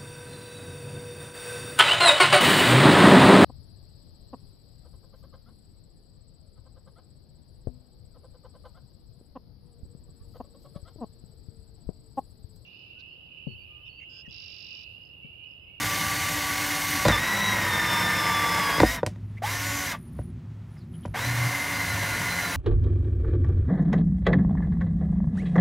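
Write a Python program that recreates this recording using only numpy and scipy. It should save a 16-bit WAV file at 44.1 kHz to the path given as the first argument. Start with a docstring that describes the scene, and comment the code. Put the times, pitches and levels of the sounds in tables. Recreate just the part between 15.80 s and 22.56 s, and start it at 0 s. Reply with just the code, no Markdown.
"""A cordless drill is already whining as it drives a hole saw into a plastic door panel: three trigger pulls.
Motor and gears are sines locked to the rotor speed, over a grinding hiss that throbs once a turn.
The saw snags and blows ring the panel's modes; short squeaks are rough glides.
Outdoors lie a low resonant rumble, swelling hums, a faint noise floor and a thin insect-like whistle.
The door is close and echoes densely; one microphone feeds both channels."""
import sys
import numpy as np
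from scipy import signal
from scipy.fft import rfft, irfft
from scipy.io import wavfile
from scipy.ndimage import uniform_filter1d

SR = 44100
rng = np.random.default_rng(int(sys.argv[2]) if len(sys.argv) > 2 else 0)


def boost_factor(decibels):
    """Convert a level in decibels to a linear amplitude factor."""
    exponent = np.asarray(decibels, float) / 20
    return 10 ** exponent


def int16_out(signal):
    """Quantize to a 16-bit WAV file."""
    q = np.round(np.clip(np.atleast_2d(signal).T, -1, 1) * 32767)
    wavfile.write(sys.argv[1], SR, q.astype(np.int16))


N = 298116   # length in samples


def curves(rows, before=None):
    """Columns of a table as sample curves; outside the table they hold, or take the value given."""
    s, *columns = np.transpose(rows)
    return [np.interp(np.arange(N) / SR, s, c, before, before) for c in columns]


def unit(x):
    """Scale to rms 1."""
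    return x / np.sqrt(np.mean(x ** 2) + 1e-20)


def drift(rate):
    """Slow chance of spread 1, changing about rate times a second: noise through a double one-pole lowpass."""
    points_per_s = 400
    points = rng.standard_normal(int(N / SR * points_per_s) + points_per_s)
    r = np.exp(-2 * np.pi * rate / points_per_s)
    settled = signal.lfilter([1], [1, -2 * r, r * r], points)[points_per_s - 1:]
    slow = unit(settled)
    return np.interp(np.arange(N) / SR * points_per_s, np.arange(len(slow)), slow)


def colour(x, spectrum):
    """Give x the spectrum of (Hz, dB) points, joined over log frequency."""
    hz = np.maximum(np.arange(N // 2 + 1) * SR / N, 1)
    points = np.array(spectrum)
    level_db = np.interp(np.log(hz), np.log(points[:, 0]), points[:, 1])
    return irfft(rfft(x) * boost_factor(level_db), N)


def ring(x, hz, width_hz):
    """One resonance; a unit click rings at height 1."""
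    r, w = np.exp(-np.pi * width_hz / SR), 2 * np.pi * hz / SR
    return signal.lfilter([0, np.sin(w)], [1, -2 * r * np.cos(w), r * r], x + 1e-18)


def line(turns, order, level_db, waver_db, blur):
    """A sine locked to the turns, its level (dB) and phase (rad) wandering."""
    level = np.sqrt(2) * boost_factor(level_db + waver_db * drift(12.2))
    return level * np.sin(2 * np.pi * order * turns + blur * drift(16.7))


def rotor():
    """The rotor spins up with a lag and slows ever faster once eased off; the gates follow the trigger."""
    # trigger pulls: pulled_s, eased_off_s, stopped_s, grind_db, treble_hiss_db
    pulls = [(-1, 3.125, 3.19, -31, -28), (3.619, 4.02, 4.15, -33, -31), (5.339, 9, 9, -29.8, -32.5)]
    # rotor speed that the load allows, one table a pull: time_s, speed_turns_per_s
    allowed_speed = [
        [(0, 297), (0.5, 296), (0.65, 293), (1.25, 291), (1.29, 262), (1.33, 240), (1.37, 236), (1.4, 254),
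         (1.49, 264), (1.65, 263), (1.75, 258), (1.95, 244), (2.05, 242), (2.35, 241), (2.45, 235), (2.75, 232),
         (2.9, 222), (2.97, 223), (3.05, 247), (3.14, 262)],
        [(3.83, 282), (3.97, 284.5)],
        [(5.95, 281), (6.15, 275), (6.58, 275), (6.76, 266)],
    ]
    spin_up_lag, spin_up_s = 117, .048   # turns per s short at the pull, time constant of closing the gap
    brake = 3400   # turns per s lost per s squared
    attack_s, stop_db_per_s = .006, 900
    hiss_attack_s, hiss_stop_db_per_s, hiss_stops_early_s = .025, 600, .03

    t = np.arange(N) / SR
    pull = np.searchsorted([row[0] for row in pulls], t) - 1
    pulled, eased, stopped, grind_db, hiss_db = np.transpose(pulls)[:, pull]
    held = np.choose(pull, [curves(rows)[0] for rows in allowed_speed])
    lag = spin_up_lag * np.exp((pulled - t) / spin_up_s)
    speed = held - lag - brake * np.maximum(t - eased, 0) ** 2
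    gate_db = 20 * np.log10(np.minimum((t - pulled) / attack_s, 1) + 1e-6)
    gate_db -= stop_db_per_s * np.maximum(t - stopped, 0)
    hiss_gate_db = 20 * np.log10(1 - np.exp((pulled - t) / hiss_attack_s) + 1e-6)
    hiss_gate_db -= hiss_stop_db_per_s * np.maximum(t - stopped + hiss_stops_early_s, 0)
    return pull, np.maximum(speed, 50), gate_db, hiss_gate_db, grind_db, hiss_db


def gear_lines(turns, speed, pull, bite, load, unsteady_db, gate_db):
    """Saw and gear teeth sound at fixed multiples of rotor speed; the housing favours some of their pitches."""
    slow_gear, fifth, mesh, saw = 3.912, 5, 7.4, .765   # multiples of rotor speed
    # slow gear, fifth order, mesh, its two overtones:
    # free_db, cutting_db, second_pull_db, third_pull_db, waver_db, blur_rad
    gears = [(-42, -36.5, -46, -47, 2.0, .7), (-45, -35, -46, -48, 1.0, .45), (-41, -34, -52, -37, 3.0, .6),
             (-47, -35.5, -46, -44, 3.0, .6), (-44, -38.5, -56, -50, 2.0, .9)]
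    # rise of each gear line while the unloaded rotor changes speed: rise_db
    take_up_rises = [22, 0.5, -14, 2.5, -6]
    # how much of the unsteadiness each gear line loses in the first pull and while slowing: share
    break_up_shares = [.3, .01, .01, .3, 1.1]
    # pitches that the housing favours or mutes: pitch_hz, level_db
    housing = [(620, -3), (750, -14), (850, 2), (960, 0.1), (1080, 3), (1170, 5), (1290, -8), (1460, -1),
               (1750, -2), (1890, 6), (1960, 2), (2100, -1), (2900, -14), (3300, 1), (3550, 2), (3700, -8),
               (3900, 3), (4080, -1), (4200, -9), (5000, 2), (5250, -1), (5400, 2), (5560, -7), (5750, -1),
               (6200, -1)]
    # the mesh sings as the freed saw speeds up: start_s, length_s, rise_db
    freed_start, freed_length, freed_rise_db = (3.035, .09, 11)
    brake_take_up = .55   # share of the rise while slowing
    chatter_db, chatter_per_s = 5, 90   # the gears chatter while they take up the torque

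    slowing = np.gradient(speed) < 0
    take_up = unsteady_db / unsteady_db.max() * (1 - load) * np.where(slowing, brake_take_up, 1)
    freed = np.clip((np.arange(N) / SR - freed_start) / freed_length, 0, 1)
    out = load * line(turns, saw, -40 + gate_db, waver_db=5.5, blur=0.2)
    orders = (slow_gear, fifth, mesh, 2 * mesh, 3 * mesh)
    for order, rise_db, share, row in zip(orders, take_up_rises, break_up_shares, gears):
        free_db, cut_db, second_db, third_db, waver_db, blur = row
        first_db = free_db + np.maximum(bite, 0) * (cut_db - free_db)
        level_db = np.choose(pull, [first_db, second_db, third_db])
        level_db += np.interp(order * speed, *np.transpose(housing))
        if order == mesh:
            level_db += freed_rise_db * np.sqrt(abs(np.sin(np.pi * freed)))
        level_db += (rise_db + chatter_db * drift(chatter_per_s)) * take_up
        level_db -= share * unsteady_db * ((pull == 0) | slowing)
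        out += line(turns, order, level_db + gate_db, waver_db, blur)
    return out


def motor_lines(turns, pull, load, unsteady_db, gate_db, hiss_gate_db):
    """Motor and gear whine: low lines of motor and gears change level with load, and load smears the upper
    commutator lines."""
    # low motor and gear lines: multiple_of_rotor_speed, free_db, cutting_db, later_pulls_db
    low_orders = [(1, -42, -47, -46), (1.304, -61, -46, -60), (2, -51, -48, -49), (2.608, -43, -49, -44),
                  (5.216, -46, -43, -41), (6, -57, -57, -48), (6.52, -42, -52, -41), (10, -48, -47, -54),
                  (12, -49, -60, -63), (15, -44, -46, -55), (16, -56, -63, -58), (17, -57, -64, -50)]
    # clearer commutator lines: multiple_of_rotor_speed, first_pull_db, second_pull_db, third_pull_db
    upper_orders = [(20, -44, -45, -52), (22, -50, -40, -48), (25, -53, -45, -54), (27, -52, -60, -59),
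                    (28, -55, -49, -58), (30, -48, -55, -60), (33, -57, -50, -60), (34, -59, -57, -49),
                    (35, -54, -57, -51), (37, -46, -60, -55), (38, -51, -62, -57), (39, -62, -55, -50),
                    (41, -62, -49, -58), (42, -60, -51, -58), (43, -54, -54, -59), (47, -45, -59, -60)]
    faint_db, cut_smear_db = -61, 7   # level of all other upper lines; loss of upper lines at full load

    out = np.zeros(N)
    for order, free_db, cut_db, later_db in low_orders:
        level_db = np.where(pull == 0, free_db + load * (cut_db - free_db), later_db)
        level_db = level_db + gate_db - np.clip(order / 12, .4, 1.1) * unsteady_db
        out += line(turns, order, level_db, waver_db=3.0, blur=0.43)
    clear = {row[0]: row[1:] for row in upper_orders}
    for order in range(18, 52):
        level_db = np.choose(pull, clear.get(order, [faint_db] * 3)) - cut_smear_db * load
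        level_db = level_db + hiss_gate_db - 1.4 * unsteady_db
        out += line(turns, order, level_db, waver_db=2.5, blur=.4)
    return out


def grinding_hiss(turns, bite, load, grind_db, hiss_db, gate_db, hiss_gate_db):
    """Teeth and brushes rub unevenly round the turn: throbbing noise, split at 3 kHz into grind and hiss."""
    # shape of the grinding noise before the split: pitch_hz, level_db
    grind_spectrum = [(150, -8), (250, -23.5), (290, -6.5), (425, -10.5), (580, -4), (800, -5.5), (940, 2),
                      (1150, -3.5), (1310, -5.5), (1500, -2), (2090, 2), (2400, -6.5), (2750, -9.5),
                      (4600, -16.5), (5400, -15.5), (8500, -21), (13200, -21), (15900, -27)]
    bite_grind_db, bite_hiss_db = 5.2, -1.8   # change per unit of bite, change at full load
    freed_hiss_db = 6   # loss of treble hiss per unit of bite below zero, once the saw is through
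    snag_s, snag_hiss_db, snag_dip_s = 3.03, -6, .035   # the treble hiss dips as the saw breaks through

    throb = boost_factor(1.6 * np.sin(2 * np.pi * turns) + 0.95 * drift(59))
    snag_db = snag_hiss_db * np.exp(-((np.arange(N) / SR - snag_s) / snag_dip_s) ** 2)
    low_db = grind_db + bite_grind_db * bite + gate_db
    high_db = hiss_db + bite_hiss_db * load + freed_hiss_db * np.minimum(bite, 0) + snag_db + hiss_gate_db
    out = np.zeros(N)
    for kind, level_db in (("low", low_db), ("high", high_db)):
        noise = colour(rng.standard_normal(N) * throb, grind_spectrum)
        split = signal.butter(2, 3000, kind, fs=SR, output="sos")
        out += boost_factor(level_db) * unit(signal.sosfilt(split, noise))
    return out


def drill():
    """One rotor drives the gear lines, the motor lines and the grinding hiss; the bite loads it in the first pull."""
    # how deep the teeth bite (0 running free, 1 cutting, below 0 freed): time_s, bite
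    bite_depth = [(1.25, 0.01), (1.29, 1.6), (1.33, 1.45), (1.4, .8), (1.65, .95), (2.2, 1.1), (2.98, 1.05),
                  (3.03, .3), (3.11, -.35), (3.17, -.9)]
    pull, speed, gate_db, hiss_gate_db, grind_db, hiss_db = rotor()
    bite = curves(bite_depth)[0] * (pull == 0)
    load = np.clip(bite, 0, 1)
    turns = np.cumsum(speed * (1 + 0.0005 * drift(7.55))) / SR
    # the fine lines break up while the rotor changes speed
    speed_change = uniform_filter1d(abs(np.gradient(speed)) * SR, 900)
    unsteady_db = np.minimum(0.011 * speed_change, 18)
    gears = gear_lines(turns, speed, pull, bite, load, unsteady_db, gate_db)
    motor = motor_lines(turns, pull, load, unsteady_db, gate_db, hiss_gate_db)
    return gears + motor + grinding_hiss(turns, bite, load, grind_db, hiss_db, gate_db, hiss_gate_db)


def nearby_door(x, echo_db, t60):
    """Dense early echoes off door and sill give the sound fixed, fine ripples."""
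    t = np.arange(int(t60 * SR)) / SR
    echoes = rng.standard_normal(len(t)) * boost_factor(-60 * t / t60) * (t > .0008)
    return x + boost_factor(echo_db) * signal.fftconvolve(x, echoes / np.linalg.norm(echoes))[:N]


def rumble():
    """Low outdoor rumble: noise through doubled resonances, its level drifting."""
    # resonances: pitch_hz, width_hz, level_db
    peaks = [(63, 10, -12), (104, 49.5, -1), (162.2, 74, -1.5), (235.8, 50, -9), (353, 89, -18)]
    # level of the whole rumble: time_s, level_db
    rumble_level = [(0, -37.5), (5.85, -36.5), (6.76, -30.5)]
    out = np.zeros(N)
    for hz, width_hz, db in peaks:
        once = ring(rng.standard_normal(N), hz, width_hz)
        out += boost_factor(db) * unit(ring(once, hz, width_hz))
    return boost_factor(curves(rumble_level)[0] + 2.4 * drift(1.0)) * unit(out)


def faint_floor():
    """Faint broad noise whose level drifts a little."""
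    # shape of the floor: pitch_hz, level_db
    floor_spectrum = [(240, -35), (400, -9), (1390, -14), (1500, -16), (1570, -17), (1780, -16),
                      (15800, -43.5)]
    return boost_factor(-58.5 + 0.94 * drift(7.1)) * unit(colour(rng.standard_normal(N), floor_spectrum))


def hum():
    """Low wandering sines that swell and fade now and then."""
    # swells: start_s, length_s, pitch_hz, level_db
    swells = [(.35, .6, 97, -42), (2.1, .8, 103, -39), (3.25, .8, 104, -33), (4.35, .8, 105, -37),
              (5.42, .38, 120, -25), (1.45, .55, 104, -39), (5.9, .5, 103, -35), (6.3, .6, 172, -39)]
    t = np.arange(N) / SR
    out = np.zeros(N)
    for s, length, hz, db in swells:
        swell = abs(np.sin(np.pi * np.clip((t - s) / length, 0, 1))) ** .7
        out += swell * line(hz * t, 1, db, waver_db=2.5, blur=0.4)
    return out


def knocks():
    """Each blow rings the panel modes and thumps the door; a hard blow cracks and rings brighter."""
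    # blows on the panel: time_s, ring_db, thump_db, crack_db
    blows = np.array([(1.252, -8.5, -18.5, -17), (1.257, -13, -30, -24), (1.262, -10, -15.5, -27),
                      (1.268, -14, -12, -29), (1.283, -5, -23, -7), (1.3, -13, -19, -30),
                      (1.313, -19.5, -25, -22), (2.98, -17.5, -24, -30), (3.002, -2.5, -25, -13),
                      (3.013, -9, -15.5, -25), (3.019, -31, -20, -17), (3.032, 3, -23, -46),
                      (3.036, -29.5, -13, -34), (3.231, -9.5, -27, -40), (3.263, -21, -29, -12.5),
                      (3.271, -19, -40, -66), (3.359, -41, -43, -54), (4.389, -24.5, -31.5, -71),
                      (4.415, -48, -35, -64), (5.252, -20.5, -42, -59), (5.257, -35, -24, -36.5),
                      (5.278, -37, -31, -63)])
    # panel modes: pitch_hz, level_db, t60_s
    panel_modes = [(317, -8.5, 0.055), (515, -1.5, 0.024), (624, -3.5, 0.034), (740, -15.5, 0.069),
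                   (951, -4, 0.025), (1508, -9, 0.015), (1900, -12, 0.036), (2510, -16, .013),
                   (3600, -16, .01), (4900, -18, .008)]
    # the door as a whole: pitch_hz, level_db, t60_s
    door_modes = [(54, -5, 0.3), (101, 0.5, 0.2), (154.6, -2, 0.19), (226, -3.5, 0.07)]

    at = np.round(blows[:, 0] * SR).astype(int)
    hardness_db = np.clip(blows[:, 3] - blows[:, 1] + 19, -15, 15)
    spread = rng.standard_normal((len(at), len(panel_modes) + len(door_modes)))
    out = np.zeros(N)
    for k, (hz, level_db, t60) in enumerate(panel_modes + door_modes):
        blow_db = blows[:, 1 + (k >= len(panel_modes))]   # ring for the panel, thump for the door
        tilt_db = 0.3 * hardness_db * max(np.log2(hz / 700), 0)
        clicks = np.zeros(N)
        clicks[at] = boost_factor(blow_db + level_db + tilt_db + 2.07 * spread[:, k]) * (-1) ** k
        soft = signal.lfilter([.3], [1, -.7], clicks)
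        out += ring(soft, hz, np.log(1000) / np.pi / t60)
    clicks = np.zeros(N)
    clicks[at] = boost_factor(blows[:, 3])
    fast = signal.lfilter([1], [1, -boost_factor(-60 / (0.011 * SR))], clicks)
    tail = signal.lfilter([boost_factor(-24.5)], [1, -boost_factor(-60 / (.15 * SR))], clicks)
    swell = signal.lfilter([.03], [1, -.97], fast + tail)   # the crack builds over a millisecond
    band = signal.butter(2, [1500, 7500], "band", fs=SR, output="sos")
    return out + swell * signal.sosfilt(band, rng.standard_normal(N))


def whistle():
    """Thin insect-like phrases: gliding sines, each spread into a narrow hiss by slow noise."""
    # phrases: start_s, length_s, first_hz, last_hz, level_db
    phrases = [(3.36, .3, 9850, 9850, -71), (4.1, .45, 9830, 9770, -61), (4.85, .22, 9780, 9860, -66),
               (5.06, .32, 9920, 9990, -61)]
    # partials: pitch_ratio, level_db
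    partials = [(1, 0), (1.235, -9), (1.315, -17)]
    fade_s = .1
    t = np.arange(N) / SR
    lowpass = signal.butter(3, 150, fs=SR, output="sos")
    out = np.zeros(N)
    for s, length, first_hz, last_hz, db in phrases:
        hz = np.interp(t, [s, s + length], [first_hz, last_hz])
        fade = np.clip(np.minimum(t - s, s + length - t) / fade_s, 0, 1)
        for ratio, part_db in partials:
            scratch = unit(signal.sosfilt(lowpass, rng.standard_normal(N)))
            tone = scratch * np.sin(2 * np.pi * ratio * np.cumsum(hz) / SR)
            out += fade * boost_factor(db + part_db + 3.0 * drift(15)) * tone
    return out


def squeaks():
    """Faint squeaks while the drill is shifted: short glides roughened by smoothed noise."""
    # glides: start_s, length_s, first_hz, last_hz, level_db
    glides = [(3.568, .022, 1900, 2350, -43), (4.96, 0.014, 2000, 1900, -53), (4.97, 0.07, 5320, 3840, -60),
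              (5.02, .016, 2000, 1700, -61), (5.135, 0.026, 3100, 3070, -56),
              (5.228, 0.039, 3200, 3080, -50)]
    out, rough = np.zeros(N), unit(uniform_filter1d(rng.standard_normal(N), size=110))
    for s, length, first_hz, last_hz, db in glides:
        at, n = round(s * SR), round(length * SR)
        glide = np.sin(2 * np.pi * np.cumsum(np.linspace(first_hz, last_hz, n)) / SR)
        out[at:at + n] += boost_factor(db) * np.hanning(n) ** .3 * glide * rough[at:at + n]
    return out


def scene():
    """Drill, blows and squeaks echo off the nearby door, the outdoors does not; one microphone feeds both channels."""
    at_door = nearby_door(drill() + knocks() + squeaks(), echo_db=-11, t60=0.094)
    outdoors = rumble() + faint_floor() + hum() + whistle()
    mid = at_door + outdoors
    return np.array([mid, mid])


def low_pass(x):
    """Removes everything above the highest recorded frequency."""
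    return signal.sosfilt(signal.butter(12, 16480, fs=SR, output="sos"), x)


def record(dry):
    """The microphone channel loses the lowest bass and the top, and its peaks are rounded."""
    bass_cut = signal.butter(4, 48, "high", fs=SR, output="sos")
    top_cut = signal.ellip(12, 1, 70, 15780, fs=SR, output="sos")
    cut = signal.sosfilt(top_cut, signal.sosfilt(bass_cut, dry))
    mix = 1.037 * np.tanh(cut / 1.38)
    return low_pass(mix)


dry = scene()
out = record(dry)
int16_out(out)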